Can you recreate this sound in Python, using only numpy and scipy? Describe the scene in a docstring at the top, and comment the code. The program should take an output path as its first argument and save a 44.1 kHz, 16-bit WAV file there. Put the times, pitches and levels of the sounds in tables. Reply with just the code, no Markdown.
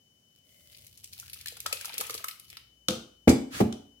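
"""Thick pour, jug set down

A thick blended mixture slides from a jug into a metal strainer: froth crackles, films tear, trapped
air pops and gulps. The jug knocks once, lands on the worktop with a thud and a clink, slides a little
and bumps to rest. A small kitchen rings briefly; a thin whine and a low hum lie underneath."""
import sys
import numpy as np
from scipy import signal
from scipy.fft import rfft, irfft
from scipy.io import wavfile

SR = 44100
rng = np.random.default_rng(int(sys.argv[2]) if len(sys.argv) > 2 else 0)


def unload_audio(sound):
    """Save the sound as a 16-bit wav file, at the path given as the first command line argument."""
    columns = np.transpose(np.atleast_2d(sound))
    # keep every value between -1 and 1, then stretch to whole-number steps
    steps = np.round(np.clip(columns, -1, 1) * 32767)
    wavfile.write(sys.argv[1], SR, steps.astype(np.int16))


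N = 176400
T = np.arange(N) / SR
CUTOFF_HZ = 16300

# course of the pour: (time [s], froth [dB], squelch [dB])
FLOW = [(0, -88, -115), (.42, -68, -81), (.5, -66, -68), (.75, -54.5, -69), (1.0, -54.5, -85),
        (1.25, -48, -55), (1.62, -62, -59), (1.75, -46, -49.5), (1.91, -50, -45.5), (2.03, -53, -48),
        (2.2, -44, -48.5), (2.31, -110, -71), (2.44, -53, -99), (2.529, -54.5, -51.5), (2.701, -85, -77)]
# knock, landing, bump: (time [s], thump [dB], thump decay [s], click [dB], click decay [s])
BLOWS = [(2.8856, -34.5, 0.055, -64, 0.0035), (3.274, -14, 0.028, -24, 0.025),
         (3.6030, -13.5, 0.014, -27.5, 0.0055)]


def from_db(db):
    """Decibels to gain."""
    return 10 ** (np.asarray(db) / 20)


def unit_rms(x):
    """Scale to rms 1."""
    return x / np.sqrt(np.mean(x ** 2) + 1e-20)


def in_time(rows):
    """Each value column of a time table, per sample."""
    times_s, *columns = np.transpose(rows)
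    return [np.interp(T, times_s, column) for column in columns]


def at_hz(points, hz):
    """Interpolate a table over log frequency."""
    points_hz, values = np.transpose(points)
    return np.interp(np.log(hz + 1e-3), np.log(points_hz), values)


def pan(left_db):
    """Stereo gains for a left-right level difference."""
    return from_db(np.array([[left_db], [-left_db]]) / 2)


def noise(spectrum, size=N):
    """Coloured stereo noise, both sides alike in the bass; rms 1."""
    # (frequency [Hz], left-right correlation [1])
    likeness = [(100, 0.95), (280, 0.83), (550, 0.27), (1100, -0.28), (16000, -0.23)]
    hz = np.fft.rfftfreq(size, 1 / SR)
    mid, side = rfft(rng.standard_normal((2, size)))
    alike = at_hz(likeness, hz)
    stereo = np.sqrt(1 + alike) * mid + np.sqrt(1 - alike) * side * [[1], [-1]]
    return unit_rms(irfft(stereo * from_db(at_hz(spectrum, hz)) * (hz < CUTOFF_HZ), size))


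def drift(hz):
    """Random wander up to about hz; rms near 1."""
    return noise([(hz, 0), (hz * 2, -20), (hz * 10, -90)])[0]


def bursts(times_s, levels_db, rise_s, decay_s):
    """Burst envelope: linear rise, exponential decay, summed in power."""
    power = np.zeros(N)
    for time_s, db, fall_s in zip(times_s, levels_db, np.broadcast_to(decay_s, len(times_s))):
        start = int(time_s * SR)
        t = T[:min(N - start, SR // 4)]
        shape = np.minimum(t / rise_s, 1) * np.exp(-np.maximum(t - rise_s, 0) / fall_s)
        power[start:start + len(t)] += (from_db(db) * shape) ** 2
    return np.sqrt(power)


def ring(time_s, hz, db, t60_s, rise_s=1 / SR, glide_per_s=0):
    """One damped mode, with optional swell and relative pitch glide."""
    out, start = np.zeros(N), int(time_s * SR)
    t = T[:min(N - start, int(2 * t60_s * SR))]
    phase = 2 * np.pi * hz * (t + glide_per_s * t ** 2 / 2 - time_s % (1 / SR))
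    envelope = from_db(db - 60 * t / t60_s) * np.minimum(t / rise_s, 1)
    out[start:start + len(t)] = envelope * np.sin(phase)
    return out


def crackle(per_s, grain_s):
    """Envelope of tiny bubbles breaking at random, equally loud at any rate; rms 1."""
    sizes = from_db(3.2 * np.minimum(rng.exponential(1, N), 4.5))
    breaks = rng.random(N) < per_s / SR
    pole = np.exp(-2 / (grain_s * SR))
    power = signal.lfilter([1], [1, -pole], breaks * sizes ** 2 / per_s + 1e-18)
    return unit_rms(np.sqrt(power))


def background():
    """Room noise, a thin wavering whine, and a low hum entering as the pour ends."""
    # room noise: (frequency [Hz], level [dB])
    floor_spectrum = [(25, -10.5), (80, -1), (180, -1.5), (330, -8.5), (600, -12.5), (1000, -21),
                      (4200, -20), (6000, -13.5), (8000, -21.5), (16000, -22)]
    # (time [s], level [dB])
    whine_db, = in_time([(0, -76), (0.699, -75.5), (1.301, -81.5), (2.6, -72), (4, -71.5)])
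    whine_hz, waver_hz, hum_hz, hum_start_s = 3013, 25, 60.6, 2.57
    whine_gain = from_db(whine_db) * (1 + .2 * drift(waver_hz))
    whine = whine_gain * np.sin(2 * np.pi * whine_hz * T + .2 * drift(waver_hz))
    hum = from_db(-69.5) * np.clip((T - hum_start_s) * 20, 0, 1) * np.sin(2 * np.pi * hum_hz * T)
    return np.sqrt(2) * (whine * pan(left_db=20) + hum) + from_db(-69) * noise(floor_spectrum)


def kitchen(x):
    """Diffuse reflections build up, then decay band by band."""
    # reverberation: (frequency [Hz], T60 [s])
    decays = [(100, 0.35), (300, 0.43), (800, 0.47), (2000, 0.4), (5000, 0.41), (13000, 0.33)]
    size, build_s = SR * 3 // 5, .0026
    t, hz = T[:size], np.fft.rfftfreq(size, 1 / SR)
    white, tail = rfft(noise([(1, 0), (CUTOFF_HZ, 0)], size)), 0
    for band_hz, t60_s in decays:
        share = at_hz([(f, f == band_hz) for f, _ in decays], hz)
        tail += irfft(white * share, size) * from_db(-60 * t / t60_s)
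    tail = unit_rms(tail * np.minimum(t / build_s, 1) ** 2) / np.sqrt(size)
    return signal.fftconvolve(x, tail, axes=1)[:, :N]


def slide():
    """The jug's base rubs over the worktop until it bumps to rest."""
    # friction: (frequency [Hz], level [dB])
    spectrum = [(100, 9), (480, -2.5), (900, -7), (1250, 5), (1800, 2), (3600, 0), (12000, -9),
                (16000, -15)]
    start_s, rise_s, end_s, fall_s = 3.49, .058, 3.612, .015
    speed = np.clip((T - start_s) / rise_s, 0, 1) ** 2 * np.exp(-np.maximum(T - end_s, 0) / fall_s)
    return from_db(-37) * speed * noise(spectrum)


def rim_ticks():
    """Short, hard ticks of the rim."""
    # ticks: (time [s], level [dB])
    ticks = [(2.8836, -16), (2.9055, -26), (3.279, -25.5), (3.7248, -34.5)]
    # tick colour: (frequency [Hz], level [dB])
    spectrum = [(400, -6.5), (900, -23.5), (1220, 2), (1900, -12), (3300, 3.5), (4500, -5), (5900, -3.5),
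                (10000, -11), (16000, -22.5)]
    return bursts(*np.transpose(ticks), rise_s=.0018, decay_s=.0034) * noise(spectrum)


def base_clicks():
    """Each blow's click swells as the base settles flat."""
    # click colour: (frequency [Hz], level [dB])
    spectrum = [(500, -1.5), (1200, 5), (1700, -1.5), (2300, 3), (3200, -8.5), (7000, -14), (16000, -20)]
    times_s, _, _, click_db, decay_s = np.transpose(BLOWS)
    return bursts(times_s, click_db, rise_s=.006, decay_s=decay_s) * noise(spectrum)


def clinks():
    """The jug rattles and rings on landing; each mode reaches each side with its own delay."""
    # contacts: (time [s], gain [dB])
    hits = [(3.2825, -14.5), (3.2917, -3)]
    # jug modes: (frequency [Hz], level [dB], T60 [s])
    modes = [(2236, -39, .42), (2310, -38, .27), (3438, -36, .27), (4150, -37, .14), (4854, -33, .25),
             (6350, -37, .26), (7181, -33, .15), (7656, -31, .21), (8000, -31, .21), (9710, -39, .21),
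             (10890, -41, .21), (11890, -38, .11), (12470, -43, .18), (14340, -44, .15)]
    # (frequency [Hz], level [dB])
    rattle_spectrum = [(1500, -16), (4200, 0), (8000, -3), (9000, -3.5), (14500, -15), (16000, -27.5)]
    overtones_hz = rng.uniform(modes[0][0], modes[-1][0], size=30)
    overtones = [(hz, at_hz(rattle_spectrum, hz) - 38, .12) for hz in overtones_hz]
    ringing = np.zeros((2, N))
    for hz, db, t60_s in modes + overtones:
        for side, lag_s in enumerate(rng.random(2) / hz):
            ringing[side] += sum(ring(time_s + lag_s, hz, db + hit_db, t60_s) for time_s, hit_db in hits)
    times_s, hits_db = np.transpose(hits)
    rattle = bursts(times_s, hits_db - 22, rise_s=.0014, decay_s=.013) * noise(rattle_spectrum)
    return ringing * pan(left_db=2.5) + rattle


def thuds():
    """Each blow thumps and excites the low modes of jug and worktop at another spot."""
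    # jug on worktop: (frequency [Hz], T60 [s], knock [dB], landing [dB], bump [dB])
    modes = [(76, 0.1, -55, -11, -23), (81.5, 0.15, -45, -21.5, -19.5), (92.8, 0.5, -46.5, -45, -34),
             (119, .15, -41, -15.5, -22), (138.3, 0.4, -37.5, -24, -45), (203.6, 0.16, -30.5, -15.5, -16),
             (227.7, .3, -36, -19, -20), (243.7, 0.075, -30.5, -1, -14.5), (261, 0.42, -53, -13.5, -27.5),
             (283.7, 0.32, -39, -15, -23), (333.7, 0.37, -37.5, -24, -34.5), (422, 0.24, -56, -27, -32.5),
             (481.7, 0.28, -40.5, -25, -65), (514, 0.25, -28.5, -35, -43), (718, 0.27, -53.5, -34, -40),
             (845, 0.28, -61.5, -30, -44)]
    # thump colour: (frequency [Hz], level [dB])
    spectrum = [(45, -26.5), (70, -3), (160, -4), (260, -2.5), (450, -4), (800, -10.5), (1050, -22),
                (2200, -42.5)]
    times_s, thump_db, decay_s, _, _ = np.transpose(BLOWS)
    ringing = np.zeros(N)
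    for k, (hz, t60_s, *levels_db) in enumerate(modes):
        for time_s, db in zip(times_s, levels_db):
            ringing += (-1) ** k * ring(time_s, hz, db, t60_s, rise_s=.0021)
    return ringing + bursts(times_s, thump_db, rise_s=.0015, decay_s=decay_s) * noise(spectrum)


def creep():
    """The mixture creeps along the jug's wall before it falls."""
    # creep colour: (frequency [Hz], level [dB])
    spectrum = [(380, -26), (600, 5), (850, -43), (1700, -38), (2060, 3), (2400, -17), (5000, -7.5)]
    start_s, end_s = .42, .93
    gate = np.clip(np.minimum(T - start_s, end_s - T) * 10, 0, 1)
    return from_db(-64.5) * gate * noise(spectrum)


def small_pockets():
    """Random air pockets, 2 dB above the squelch curve: (time [s], level [dB], pitch [Hz])."""
    times_s, pitches_hz = rng.uniform((1.15, 420), (2.3, 2600), size=(44, 2)).T
    flow_s, _, squelch_db = np.transpose(FLOW)
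    return list(zip(times_s, np.interp(times_s, flow_s, squelch_db) + 2, pitches_hz))


def bubbles():
    """Trapped air opens with a rising plop and a splutter; big pockets ring lower and longer."""
    # air pockets: (time [s], level [dB], pitch [Hz])
    pockets = [(1.228, -46, 1400), (1.458, -35, 1720), (1.522, -45.5, 475), (1.569, -43.5, 1400),
               (1.6577, -39, 2620), (1.6599, -23.5, 1276), (1.662, -36, 555), (1.7255, -26.5, 2550),
               (1.726, -29, 4240), (1.726, -33.5, 1260), (1.728, -32, 544), (1.809, -40.5, 1620),
               (1.846, -36, 1340), (1.854, -59, 920), (1.894, -35.5, 2430), (1.938, -46.5, 490),
               (1.995, -38, 443), (2.007, -38, 498), (2.009, -34, 812), (2.0102, -26, 1252),
               (2.096, -32.5, 1210), (2.0965, -35.5, 2060), (2.097, -36, 472), (2.147, -40, 429),
               (2.147, -39.5, 1190), (2.241, -32.5, 2180), (2.242, -27.5, 1260), (2.2835, -31.5, 2120),
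               (2.284, -30.5, 2870), (2.57, -43, 1330)]
    rise_s, splutter_db_per_octave = .0012, -14.5
    out, size = np.zeros((2, N)), 4096
    for time_s, db, hz in pockets + small_pockets():
        t60_s = .03 * np.sqrt(1000 / hz)
        lags_s = rng.random(2) * .35 / hz
        out += [ring(time_s + lag_s, hz, db, t60_s, rise_s, glide_per_s=3.1) for lag_s in lags_s]
        spectrum = [(hz * 2 ** octave, abs(octave) * splutter_db_per_octave) for octave in range(-2, 3)]
        splutter = bursts([0], [db - 8.5], rise_s, decay_s=.005)[:size] * noise(spectrum, size)
        start = int(time_s * SR)
        out[:, start:start + size] += splutter
    return out


def film_snaps():
    """Films of mixture tear: a grainy crack, coloured anew each time, and a wet smack."""
    # tears: (time [s], crack [dB], smack [dB])
    tears = [(0.7467, -54, -48), (0.866, -44.5, -52), (0.9739, -41, -58), (1.041, -36, -46.5),
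             (1.1303, -37, -43.5), (1.1967, -36.5, -48), (1.2967, -41.5, -44.5), (1.3315, -36, -38.5),
             (1.3405, -41.5, -47), (1.3873, -44, -51), (1.4108, -41.5, -44), (1.4579, -34, -38),
             (1.4704, -37, -36), (1.4817, -35.5, -34.5), (1.5228, -43.5, -52), (1.568, -41.5, -45),
             (1.602, -36.5, -40.5), (1.6611, -23, -27.5), (1.726, -23.5, -28.5), (1.769, -50, -39),
             (1.8095, -36, -39), (1.8454, -31, -41), (1.8542, -32.5, -37.5), (1.893, -52, -41),
             (1.931, -42.5, -37.5), (1.939, -32.5, -37.5), (1.9796, -24.5, -32), (2.0023, -29, -31.5),
             (2.0086, -22.5, -36), (2.0656, -30.5, -50), (2.0957, -37, -36.5), (2.1058, -31, -39),
             (2.141, -28, -36.5), (2.1485, -30, -43.5), (2.1768, -32, -37.5), (2.2412, -28, -40),
             (2.2826, -28, -38.5), (2.31, -48, -41), (2.396, -43, -48), (2.5005, -40.5, -47),
             (2.5687, -44.5, -37.5)]
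    # colours: (frequency [Hz], level [dB])
    crack_spectrum = [(1500, -66), (3500, -6), (6200, 3), (7500, 0), (11500, 5.5), (16000, -4)]
    smack_spectrum = [(1200, -34), (2000, 0.5), (2550, 7), (3200, 4), (4200, 8.5), (5200, 6.5), (7500, -37),
                      (12000, -15)]
    # crack bands: (low edge [Hz], high edge [Hz])
    bands = [(1500, 4800), (4800, 9000), (9000, 16000)]
    times_s, crack_db, smack_db = np.transpose(tears)
    rise_s, cracks = .0017, 0
    grit = crackle(per_s=5000, grain_s=.0003) * noise(crack_spectrum)
    shades_db = 3.5 * rng.uniform(-1.85, 1, (len(tears), len(bands)))
    for band_hz, shade_db in zip(bands, shades_db.T):
        band_grit = signal.sosfiltfilt(signal.butter(2, band_hz, "band", fs=SR, output="sos"), grit)
        cracks += bursts(times_s, crack_db + shade_db, rise_s, decay_s=.0043) * band_grit
    return cracks + bursts(times_s, smack_db, rise_s, decay_s=.0048) * noise(smack_spectrum)


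def pour():
    """Froth crackles and squelches in clusters over the lumpy patter of the falling stream."""
    # stream patter: (time [s], level [dB])
    patter_curve = [(0, -100), (.64, -73.5), (.68, -65), (.95, -66), (1.5, -61.5), (1.7, -60.5), (1.9, -72),
                    (2.15, -61.5), (2.35, -80), (2.52, -65), (2.7, -76)]
    # crackle thickens as the heap grows: (time [s], grain rate [1/s])
    grain_rate = [(.6, 90), (1.7, 520)]
    # colours: (frequency [Hz], level [dB])
    froth_spectrum = [(900, -74), (2400, 1.5), (4000, 5.5), (6200, 2), (7500, -3), (11000, 3.5), (16000, 1)]
    squelch_spectrum = [(200, -9.5), (480, -9), (800, -18), (1300, 2), (2400, 11), (3300, 13.5),
                        (6000, -21)]
    patter_spectrum = [(35, -7), (88, 8.5), (140, 2), (240, -21.5), (700, -35), (2000, -71)]
    end_s = 2.8
    froth_db, squelch_db = in_time(FLOW)
    patter_db, = in_time(patter_curve)
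    grains = crackle(per_s=in_time(grain_rate)[0], grain_s=.0014)
    clusters = grains * unit_rms(from_db(2.5 * drift(hz=40)))
    froth = from_db(froth_db - 5) * clusters * noise(froth_spectrum)
    squelch = from_db(squelch_db - 3) * clusters * noise(squelch_spectrum)
    lumps = unit_rms(from_db(drift(hz=8.1)))
    patter = from_db(patter_db) * lumps * noise(patter_spectrum)
    return np.clip((end_s - T) * 10, 0, 1) * (froth + squelch + patter)


def scene():
    """The pour close by, the jug beside it, both in the kitchen."""
    mixture = (pour() + creep() + film_snaps() + bubbles()) * pan(left_db=2.5)
    jug = base_clicks() + clinks() + slide()
    ticks = rim_ticks() * pan(left_db=2.5)
    body = thuds()
    room_send = from_db(-8) * mixture + from_db(-10) * jug + from_db(-7) * ticks + from_db(-11.5) * body
    return mixture + jug + ticks + body + kitchen(room_send) + background()


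def record(dry):
    """Microphone: low cut, clip at full scale, steep high cut."""
    low_cut = signal.butter(4, 62.4, "high", fs=SR, output="sos")
    high_cut = signal.ellip(10, .2, 80, CUTOFF_HZ, fs=SR, output="sos")
    clipped = np.clip(signal.sosfilt(low_cut, dry), -1, 1)
    return signal.sosfilt(high_cut, clipped)


dry = scene()
out = record(dry)
unload_audio(out)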